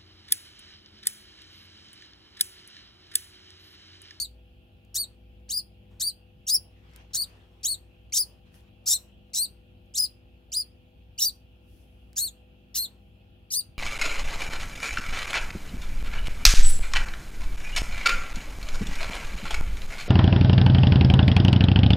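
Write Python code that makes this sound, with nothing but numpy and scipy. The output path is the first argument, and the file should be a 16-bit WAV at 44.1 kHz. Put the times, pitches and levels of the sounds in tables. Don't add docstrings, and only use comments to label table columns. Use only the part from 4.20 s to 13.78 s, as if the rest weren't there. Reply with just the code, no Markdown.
import sys
import numpy as np
from scipy import signal
from scipy.fft import rfft, irfft, next_fast_len
from scipy.io import wavfile
from scipy.ndimage import uniform_filter1d, map_coordinates

SR = 44100
rng = np.random.default_rng(int(sys.argv[2]) if len(sys.argv) > 2 else 0)


def master(y):
    cut = np.clip(np.atleast_2d(y).T, -1, 1)
    pcm = np.round(cut * 32767)
    wavfile.write(sys.argv[1], SR, pcm.astype(np.int16))


def gain_from_decibels(decibels):
    exponent = np.asarray(decibels, float) / 20
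    return 10 ** exponent


N = 422478

# (start [s], sweep [s], hold [s], drop [s], bend of the sweep [power])
CALLS = [(-0.045, 0.043, 0.025, 0.04, 1.08), (0.743, 0.051, 0.024, 0.031, 1.02),
         (1.29, 0.0526, 0.036, 0.026, 0.66), (1.797, 0.038, 0.045, 0.028, 0.76),
         (2.267, 0.0331, 0.051, 0.022, 1.07), (2.933, 0.054, 0.035, 0.026, 0.65),
         (3.431, 0.048, 0.055, 0.021, 0.6), (3.922, 0.033, 0.057, 0.026, 0.86),
         (4.658, 0.047, 0.047, 0.022, 1.04), (5.133, 0.032, 0.071, 0.026, 0.83),
         (5.7385, 0.045, 0.061, 0.019, 0.62), (6.318, 0.039, 0.051, 0.022, 1.07),
         (6.978, 0.027, 0.078, 0.017, 1.08), (7.96, 0.035, 0.059, 0.04, 0.55),
         (8.543, 0.036, 0.051, 0.035, 0.94), (9.303, 0.032, 0.063, 0.018, 0.75)]
# (start [Hz], top of the sweep [Hz], mid hold [Hz], end of hold [Hz], last [Hz])
PITCHES = [(2400, 4530, 4510, 4630, 3430), (2666, 4830, 4370, 4610, 3530), (1760, 4920, 4750, 5080, 4010),
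           (1870, 4510, 4570, 4770, 3820), (2580, 4670, 4970, 5430, 4500), (1587, 4770, 4340, 4850, 3440),
           (1480, 4190, 4440, 4280, 3300), (2003, 4150, 4620, 5120, 4100), (2308, 3800, 3750, 4300, 3300),
           (1840, 4050, 4120, 4730, 3600), (2280, 5000, 5030, 4960, 3700), (2230, 4830, 4930, 4860, 4180),
           (2174, 4100, 4620, 4700, 3400), (1887, 3980, 4320, 4420, 3200), (1595, 4260, 4140, 4440, 3340),
           (1876, 3800, 4620, 4740, 3470)]
# (depth [share of pitch, 0-1], period [s], first crest after the sweep [s])
QUAVERS = [(0.03, 0.015, 0.014), (0.033, 0.031, 0.0109), (0.01, 0.018, 0.00061), (0.02, 0.0191, 0.0104),
           (0.02, 0.035, 0.0199), (0.05, 0.0285, 0.0168), (0.03, 0.023, 0.0101), (0.02, 0.0223, -0.0075),
           (0.02, 0.0222, -0.0123), (0.012, 0.035, 0.031), (0.01, 0.032, -0.013), (0.022, 0.0302, 0.017),
           (0.02, 0.0321, -0.0044), (0.02, 0.024, 0.0311), (0.012, 0.018, 0.0128), (0.03, 0.032, 0.012)]
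# (sweep [dB], top of the sweep [dB], mid hold [dB], end of hold [dB])
EFFORTS = [(-36, -25.5, -32.5, -29.5), (-25, -29, -26, -27.5), (-31.5, -27.5, -28.5, -23.5),
           (-26.5, -27.5, -26.5, -25.5), (-26.5, -23, -23, -15.5), (-27.5, -28.5, -27, -26.5),
           (-29, -27, -27, -28.5), (-26.5, -24, -21.5, -22), (-26, -19.5, -19, -24),
           (-29.5, -25.5, -24, -24), (-33, -23, -21, -23.5), (-31, -30, -27, -26.5),
           (-29, -27.5, -21, -25.5), (-28.5, -23, -25.5, -28), (-27, -24, -26, -27),
           (-31, -25.5, -25.5, -26.5)]
# (time after the start [s], gain [dB], width [s])
PUSHES = [(.07, 2.5, 0.00803), (.02, 1, 0.01), (0.019, 5, 0.0028), (0.025, 2.5, .006), (.085, 1, .006),
          (.025, 2, .008), (0.027, 5, .008), (.05, 2.5, .008), (0.0229, 2.5, .006), (0.0615, 2.5, .008),
          (0.074, -3.5, 0.006), (0.055, 6.5, .009), (.045, 4, 0.012), (.022, 5.5, .004),
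          (0.026, -0.5, 0.0091), (0.078, 2, 0.0074)]
# (start [s], end [s], noise share [dB], second voice [Hz], its level [dB])
VOICE_BREAKS = [(-.01, 0.022, -9, 5960, -28.5), (.735, 0.774, -3.5, 5700, -12),
                (1.306, 1.327, -7.5, 5700, -22.5), (1.805, 1.815, 2, 5670, -13),
                (2.283, 2.302, 2.5, 5410, -5), (2.936, 2.967, -2.5, 5610, -26),
                (3.426, 3.461, -12, 5670, -16.5), (3.95, 3.984, -0.5, 5274, 2),
                (4.65, 4.739, -1, 5020, -8.5), (5.145, 5.188, -2, 5190, -9), (5.766, 5.786, -1, 5600, 1),
                (6.319, 6.354, -13, 5710, -29), (7.006, 7.052, -2, 5370, 6),
                (7.967, 8.009, -6.5, 6470, -2.5), (8.548, 8.586, 1, 5670, -29),
                (9.323, 9.358, -1, 5930, -13)]
# (depth [share of pitch, 0-1], lets go before the break ends [s])
DRAGS = [(0.01, .003), (0, .003), (.003, .003), (0, .003), (.06, 0.0036), (.003, .003), (0.01, .003),
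         (.11, .01), (0.01, .003), (0.01, 0.00308), (.1, .007), (.003, .003), (.16, 0.00092),
         (0.01, 0.0032), (.003, .003), (0.02, 0.0034)]
# (second [dB], third and up [dB], loss per overtone before the mouth opens [dB], half-pitch strands [dB])
OVERTONE_LEVELS = [(0, 0, -1.5, -1.5), (0.5, -3, 1.5, 1), (1, 1, 4.5, -10.5), (1.5, 0.5, 1, -5),
                   (-0.5, -3, 3, -5), (1, 1, 4, -10), (3.5, 2, 0.5, 1.5), (1, -0.5, 3.5, -6),
                   (0.5, -3, 5, -1.5), (0.5, -2, 1.5, -6.5), (-.5, -2, 6, -3), (-1, -4, 6, -2),
                   (-1.5, 0, 6.5, -0.5), (1.5, 2.5, 3, 1), (-3, 1.5, 6, -8.5), (4, -1, 6, -0.5)]
CROAK_DB = [-23.5, -32.5, -37, -27.5, -44.5, -26.5, -36, -40, -29.5, -38.5, -46, -40, -53, -30, -26, -42]
CHEST_RESONANCES = [1800, 1900, 1803, 1800, 1800, 1750, 2100, 1750, 1250, 1900, 1700, 1800, 1850, 1630,
                    1720, 2100]
# (left-right [dB], left leads [microseconds], brightness [dB per octave])
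HEAD_TURNS = [(-.5, -5, -2), (-.5, -25, -1.5), (.5, 0.46, -2), (0, -8, -2.5), (0, 0.5, -1), (.5, 3, -2),
              (.5, 1.5, -3), (.5, 0.5, -0.5), (0, -4, 0.5), (0, 0.5, -1), (0, -8, -2.5), (-.5, -11, -1.5),
              (-.5, 16, -2), (-1, 5, -1), (0, 21, -2.5), (2.5, 52, -2)]
# (frequency [Hz], gain [dB])
MOUTH_AND_THROAT = [(900, -46), (1800, -27), (3100, -15.5), (3800, -9.5), (5000, -4.5), (6200, 0),
                    (7400, -3), (8300, -5.5), (9500, -8), (11300, -3), (12700, -4.5), (15500, -8.5),
                    (19000, -9)]
# (frequency [Hz], left-right [dB], left leads [radians])
MIC_PORTS = [(2700, .5, -.2), (3600, 3, -.1), (5000, .5, .35), (5850, -2, 1.1), (7000, .5, 1.05),
             (8200, 4.5, 1.3), (10100, 4.5, 2.5), (11800, 1.5, 2.7), (14500, 3.5, 3.8)]
# (frequency [Hz], time to die by 60 dB [s])
CAGE_DECAY = [(3000, 0.097), (14000, 0.058)]
# (frequency [Hz], time to die by 60 dB [s])
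WALL_DECAY = [(1000, 0.3), (5000, 0.26), (15000, 0.23)]
# (time [s], peak level [dB], tilt [dB per octave])
CLAW_AND_LIP_TICKS = [(1.2858, -55.5, -14), (0.65, -58, -4.5), (2.714, -60.5, -9), (2.736, -50, -12),
                      (2.7615, -37, -6), (3.412, -63.5, -2), (3.899, -58, -14), (4.343, -48, -12),
                      (4.408, -57, -10.5), (4.642, -60.5, -9), (5.103, -61.5, -15.5), (6.966, -69, -10.5),
                      (7.9312, -45.5, -6), (6.302, -68, -6), (5.66, -66, -4), (8.678, -60, -10),
                      (1.2, -64, -12), (1.8, -63, -17), (7.957, -49, -8)]
# (time [s], peak level [dB], pitch of the thud [Hz])
SHELF_BUMPS = [(0.753, -49, 436), (3.088, -53.5, 317), (3.147, -52, 320), (3.545, -57.5, 420),
               (3.999, -51, 339), (4.085, -61, 409), (4.72, -50.5, 490), (5.214, -53.5, 349.5),
               (6.399, -61, 330), (8.05, -54.5, 350), (8.617, -49.5, 340), (1.7, -43.5, 59),
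               (2.34, -45.5, 65.2), (3.68, -53.5, 70), (7.04, -44.5, 53), (4.72, -47, 62),
               (2.95, -46.5, 104), (3.3, -52, 120), (6.38, -47.5, 64), (8.56, -46, 60), (9.34, -45, 60),
               (8.02, -47, 62), (5.8, -49.5, 62), (4.0, -50, 70)]
# (time [s], level [dB])
PAW_STROKES = [
    [(2.5, -83), (2.81, -64), (2.92, -83)],
    [(2.9, -71.5), (3.13, -66.5), (3.3, -82.5), (3.6, -72)],
    [(4.25, -76), (4.374, -72.5), (4.5, -77)],
]
# (frequency [Hz], level [dB per Hz])
PAW_COLOUR = [(88, -41), (150, 18), (352, -38), (381, 0), (490, -2), (3100, -4.5), (15500, -36)]
# (time [s], level [dB])
FUR_STROKES = [
    [(4.3, -95), (4.354, -66.5), (4.45, -86)],
    [(7.35, -102), (7.5, -75), (7.62, -74.5), (7.68, -82), (7.92, -88)],
    [(8.8, -89), (8.88, -90), (8.95, -99)],
]
# (frequency [Hz], level [dB per Hz])
FUR_COLOUR = [(2650, -31), (4500, -4), (5620, -3), (7430, -10), (11000, -1.5), (15500, -9)]
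# (frequency [Hz], level [dB])
HUM_LINES = [(58.2, -57), (100, -62.5), (150, -72.5), (175, -72.5), (200, -69), (250, -70.5), (325, -78.5),
             (350, -73), (400, -83.5), (450, -82), (500, -72), (650, -83), (800, -80), (1394, -86)]
# (time [s], load [dB])
MOTOR_LOAD = [(0.0, 5), (0.59, -2.5), (1.12, 4.5), (2.0, -2.5), (2.8, 2.5), (4.64, -1.5), (6.72, -2.5),
              (8.38, 2), (9.58, -5.5)]
# (frequency [Hz], level [dB per Hz])
DRONE_COLOUR = [(24, -30.5), (40, 2.5), (88, -1), (146, -11.5), (343, -17), (416, -23.5), (497, -27.5),
                (557, -20), (794, -23.5), (996, -33.5), (1900, -34), (2470, -72), (4180, -120)]
# (frequency [Hz], level [dB per Hz])
FAN_COLOUR = [(880, -41.5), (1500, -19.5), (1970, -19), (2640, -0.5), (3380, -5), (3580, -12.5),
              (4230, -16), (5670, -26), (8290, -31), (12300, -23.5), (15500, -26)]
# (frequency [Hz], likeness [-1 to 1])
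PORT_LIKENESS = [(60, 0.92), (130, 0.8), (290, 0.6), (640, 0.35), (1410, -0.21), (3100, 0.14), (6820, 0.04),
                 (15000, -0.0)]
# (frequency [Hz], left-right [dB])
PORT_BALANCE = [(60, 0.5), (150, 1.5), (380, 5.0), (950, 8.5), (2380, -2.0), (5980, 2.0), (15000, 1.0)]

TOP_HZ = 15850
SMOTHER_HZ = 3720


def unit(x):
    return x / np.sqrt(np.mean(x ** 2) + 1e-20)


def along(points, hz, col=1):
    rows = np.transpose(points)
    return np.interp(np.log(hz + 1), np.log(rows[0] + 1), rows[col])


def curves(rows, t):
    s, *cols = np.transpose(rows)
    return [np.interp(t, s, c) for c in cols]


def wobble(rate, size=N):
    knots = rng.standard_normal(int(size * rate / SR) + 4)
    return map_coordinates(knots, [np.arange(size) * rate / SR])


def filtered(x, response):
    m = next_fast_len(x.shape[-1] + 4096)
    spectrum = rfft(x, m) * response(np.fft.rfftfreq(m, 1 / SR))
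    return irfft(spectrum, m)[..., :x.shape[-1]]


def spread(db, lead):
    half = gain_from_decibels(db / 2) * np.exp(.5j * lead)
    return np.array([half, 1 / half])


def add(track, x, s):
    at = round(s * SR)
    x = x[:, max(-at, 0):]
    part = track[:, max(at, 0):][:, :x.shape[1]]
    part += x[:, :part.shape[1]]


def rush(spectrum, patchy_db):
    z = signal.stft(rng.standard_normal((2, N)), nperseg=512)[2]
    field = uniform_filter1d(rng.standard_normal(z.shape[1:]), 6, 0)
    field = uniform_filter1d(field, 12, 1)
    pair = signal.istft(z * gain_from_decibels(patchy_db * unit(field)), nperseg=512)[1][:, :N]

    def mid_side(hz):
        turn = np.arccos(np.clip(along(PORT_LIKENESS, hz), -1, 1)) / 2
        return gain_from_decibels(along(spectrum, hz)) * [np.cos(turn), np.sin(turn)]

    mid, side = filtered(pair, mid_side)
    both = np.array([mid + side, mid - side])
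    both = filtered(both, lambda hz: spread(along(PORT_BALANCE, hz), 0))
    return both / np.sqrt(np.mean(both.mean(0) ** 2))


def tail(decays, seconds, wait):
    hz, t, z = signal.stft(rng.standard_normal((2, int(seconds * SR))), SR, nperseg=64)
    dying = gain_from_decibels(-60 * t / along(decays, hz)[:, None])
    echo = signal.istft(z * dying, SR, nperseg=64)[1]
    return np.pad(echo / np.linalg.norm(echo[0]), ((0, 0), (int(wait * SR), 0)))


def rodent():
    out = np.zeros((2, N))
    for call, pitch, quaver, effort, push, broken, drag, overtones, croak_db, chest_hz, head in zip(
            CALLS, PITCHES, QUAVERS, EFFORTS, PUSHES, VOICE_BREAKS, DRAGS, OVERTONE_LEVELS,
            CROAK_DB, CHEST_RESONANCES, HEAD_TURNS):
        start = call[0]
        pan_db, lead_us, bright_db = head
        t, hz, db = contour(call, pitch, quaver, effort, push)
        voice = squeal(t, hz, db, broken, bright_db, croak_db, overtones, drag, chest_hz)

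        def ports(f):
            lead = along(MIC_PORTS, f, col=2) + 2 * np.pi * f * lead_us / 10 ** 6
            return spread(along(MIC_PORTS, f) + pan_db, lead)

        direct = filtered(voice, ports)
        cage = signal.fftconvolve(voice[None], tail(CAGE_DECAY, .15, wait=.002), axes=1)
        walls = signal.fftconvolve(voice[None], tail(WALL_DECAY, 0.82, wait=.006), axes=1)
        add(out, direct, start)
        add(out, gain_from_decibels(-11) * direct, start + .0075)
        add(out, gain_from_decibels(-6.5) * cage, start)
        add(out, gain_from_decibels(-23.0) * walls, start)
    return out


def contour(call, pitch, quaver, effort, push):
    start, sweep, hold, drop, bend = call
    depth, period, lag = quaver
    first, top, middle, crest, last = pitch
    s = np.arange(0, sweep + hold + drop, 1 / SR)
    up = np.clip(s / sweep, 0, 1)
    held = np.clip((s - sweep) / hold, 0, 1)
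    down = np.clip((s - sweep - hold) / drop, 0, 1)
    hz = first + (top - first) * up ** bend + (crest - top) * held
    hz -= (crest - last) * down ** 1.45
    hz += (middle - (top + crest) / 2) * 4 * held * (1 - held)
    hz *= 1 + depth * up ** 4 * (1 - down) * np.cos(2 * np.pi * (s - sweep - lag) / period)
    attack_s, attack_db = .013, 14
    close_s, close_db = .008, 12
    drop_db = effort[-1] - 9
    when = [0, attack_s, sweep, sweep + hold / 2, sweep + hold, s[-1] - close_s, s[-1]]
    level_db = [effort[0] - attack_db, *effort, drop_db, drop_db - close_db]
    push_s, push_db, push_width = push
    db = np.interp(s, when, level_db)
    db += push_db * np.exp(-((s - push_s) / push_width) ** 2)
    db += 0.65 * up * wobble(90, size=len(s))
    return start + s, hz, db


def squeal(t, hz, db, broken, bright_db, croak_db, overtones, drag, chest_hz):
    size = len(t)
    hz = uniform_filter1d(hz, 60, mode="nearest")
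    db = uniform_filter1d(db, 60, mode="nearest")
    start, end, noise_db, second_hz, second_db = broken
    inside = np.clip(np.minimum((t - start) / 0.0032, (end - t) / 0.0027) + 1, 0, 1)
    air_db = np.where(t < start, -16, -23.5)
    chaos = np.clip(gain_from_decibels(air_db + inside * (noise_db - 1 - air_db)), 0, .8)
    dragged = 1. * (t > start + .005) * (t < end - drag[1])
    dragged = uniform_filter1d(dragged, 500, mode="nearest")
    jitter = 0.0049 * wobble(120, size) + .015 * chaos * wobble(500, size)
    hz = hz * (1 - drag[0] * dragged) * (1 + jitter)
    other = second_hz + 7500 * (t - start)
    other = other * (1 + 0.006 * wobble(250, size))
    second_voice_db = second_db - 45 * (1 - inside)

    def colour(f):
        return along(MOUTH_AND_THROAT, f) + bright_db * np.log2(f / 5000 + 0.13)

    slope_db = -0.5 + 0.54 * (db + 26.5) * (t > end)
    tone = voices(t, hz, other, chaos, second_voice_db, slope_db, overtones[:3], colour)
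    rough = rasp(hz, overtones[3], colour)
    low = croak(t, hz, croak_db, chest_hz)
    edges = np.clip(np.minimum((t - t[0]) / 0.0013, (t[-1] - t) / 0.0025), 0, 1)
    return gain_from_decibels(db - 1.2) * edges * (np.sqrt(1 - chaos ** 2) * tone + chaos * rough + low)


def voices(t, hz, other, chaos, second_voice_db, slope_db, overtones, colour):
    pairs = [(k, j) for j in range(3) for k in range(-1, 9) if k + 2 * j > 0]
    k, j = np.transpose(pairs)[:, :, None]
    clean = j == 0
    at = np.abs(k * hz + j * other)
    mixed_db = second_voice_db - 5 * np.abs(k) - 13 * (k < 0) - 6 * (j - 1)
    clean_db = slope_db * np.log2(np.abs(k) + j) - 1.6 * np.maximum(k - 3, 0)
    source_db = np.where(clean, clean_db, mixed_db)
    twice_db, thrice_db, closed_db = overtones
    closed = np.clip(1 - (t - t[0]) / .026, 0, 1)
    shut = np.clip(1 - (t[-1] - t) / .03, 0, 1)
    mouth_db = (closed_db * closed + 9 * shut) * np.maximum(k - 2, 0)
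    source_db = source_db + clean * (twice_db * (k == 2) + thrice_db * (k > 2) - mouth_db)
    smother_db = 16 * chaos * np.clip((SMOTHER_HZ - hz) / 300, 0, 1)
    source_db = source_db - smother_db * (k == 1) * clean
    size = gain_from_decibels(source_db + colour(at)) * (at < TOP_HZ + 2000)
    size = size / np.sqrt(np.sum(size ** 2, 0) / 2)
    low = (k == 1) * np.clip((SMOTHER_HZ - hz) / 600, 0, 1)
    flutter_db = 1.03 + 2.5 * chaos * clean + 4.7 * low + 2.5 * (k > 2) * closed ** .3
    shaking = np.array([wobble(380, len(t)) for _ in k])
    flutter = gain_from_decibels(flutter_db * shaking - 2.6 * low)
    turn = 2 * np.pi * (k * np.cumsum(hz) + j * np.cumsum(other)) / SR
    return np.sum(size * flutter * np.sin(turn + rng.uniform(0, 2 * np.pi, k.shape)), 0)


def rasp(hz, half_db, colour):
    size = len(hz)
    bursts = gain_from_decibels(1.6 * wobble(600, size)) * rng.standard_normal(size)

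    def air_colour(f):
        tilt_db = 0.5 * np.log2(f / 5000 + 0.11)
        return gain_from_decibels(colour(f) + tilt_db) * (0.31 + 1 / (1 + (3300 / (f + 1)) ** 5))

    air = unit(filtered(bursts, air_colour))
    half = np.arange(1, 6)[:, None] + .5
    strand_db = colour(half * hz) + 2.5 * np.array([wobble(170, size) for _ in half])
    turn = 2 * np.pi * half * np.cumsum(hz) / SR + .8 * wobble(300, size)
    strands = gain_from_decibels(strand_db) * (half * hz < TOP_HZ) * np.sin(turn)
    return unit(air + gain_from_decibels(half_db) * unit(strands.sum(0)))


def croak(t, hz, level_db, chest_hz):
    size = len(t)
    fading_db = level_db - 20 * (t - t[0]) / 0.1 + 1.5 * wobble(180, size)
    turn = np.pi * np.cumsum(hz * (1 + 0.099 * wobble(500, size))) / SR
    width = 620
    chest = lambda f: 1.4j * f * width / (chest_hz ** 2 - f * f + 1j * f * width)
    return filtered(gain_from_decibels(fading_db) * np.sin(turn), chest)


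def knocks():
    out, t = np.zeros((2, N)), np.arange(SR // 5) / SR
    for s, db, tilt_db in CLAW_AND_LIP_TICKS:
        snap = rng.standard_normal(len(t)) + 0.9 * rng.standard_normal((2, len(t)))
        snap = snap / np.sqrt(np.mean(snap[:, :30] ** 2) / 2)
        dying = gain_from_decibels(-60 * t / 0.0055) + gain_from_decibels(-17.5 - 60 * t / .07)
        hard = lambda f: f * f / (f * f + 3500 ** 2) * gain_from_decibels(tilt_db * np.log2(f / 6000 + 0.15))
        add(out, gain_from_decibels(db) * filtered(snap * dying, hard), s)
    for s, db, hz in SHELF_BUMPS:
        shelf = lambda f: f * hz / (hz * hz - f * f + 1j * f * hz * 0.59)
        thud = unit(filtered(rng.standard_normal(len(t)), shelf))
        swell = gain_from_decibels(db - 11.5 - 60 * t / 0.97) * np.minimum(t / 0.014, 1)
        add(out, swell * thud * gain_from_decibels([[1.5], [-1.5]]), s)
    return out


def rustle(strokes, spectrum, lift_db, grain_db, patchy_db):
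    t = np.arange(N) / SR
    noise = rush(spectrum, patchy_db)
    gain = np.zeros(N)
    for rows in strokes:
        fade = np.clip(np.minimum(t - rows[0][0], rows[-1][0] - t) / 0.011, 0, 1)
        gain += fade * gain_from_decibels(curves(rows, t)[0] + lift_db)
    return gain * gain_from_decibels(grain_db * wobble(60)) * noise


def paws_and_fur():
    paws = rustle(PAW_STROKES, PAW_COLOUR, lift_db=7, grain_db=1.5, patchy_db=3)
    fur = rustle(FUR_STROKES, FUR_COLOUR, lift_db=1.0, grain_db=0.5, patchy_db=1.2)
    return paws + fur


def appliance():
    t = np.arange(N) / SR
    load_db, = curves(MOTOR_LOAD, t)
    beat_db = 4.5 * np.cos(2 * np.pi * (t - 1.4) / 3.63)
    port_gap_s = .0003
    hum = np.zeros((2, N))
    for hz, db in HUM_LINES:
        if hz < 80:
            swell_db = load_db
        elif abs(hz - 200) < 9:
            swell_db = beat_db
        else:
            swell_db = .8 * wobble(.5)
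        gap = port_gap_s * np.array([[np.pi], [-np.pi]])
        drift = .0004 * np.array([wobble(0.41), wobble(0.79)])
        turn = 2 * np.pi * hz * t + 0.32 * wobble(5) + rng.uniform(0, 2 * np.pi) + hz * (gap + drift)
        gain = gain_from_decibels(np.array([[.5], [-.5]]) * along(PORT_BALANCE, hz) + swell_db)
        level = gain_from_decibels(db + 0.24 * wobble(1.7) + 1.2 * wobble(6.3))
        hum += np.sqrt(2) * gain * level * np.sin(turn)
    drone = gain_from_decibels(-58 + .6 * wobble(2.2)) * rush(DRONE_COLOUR, patchy_db=1.97)
    fan = gain_from_decibels(-71.5) * rush(FAN_COLOUR, patchy_db=1.64)
    return hum + drone + fan


def scene():
    return rodent() + knocks() + paws_and_fur() + appliance()


def roll_off(x):
    return signal.sosfilt(signal.butter(12, 16770, fs=SR, output="sos"), x)


def record(dry):
    band = lambda hz: 1 / (1 + (40 / (hz + 1)) ** 6) / (1 + (hz / TOP_HZ) ** 160)
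    return roll_off(filtered(dry, band))


dry = scene()
out = record(dry)
master(out)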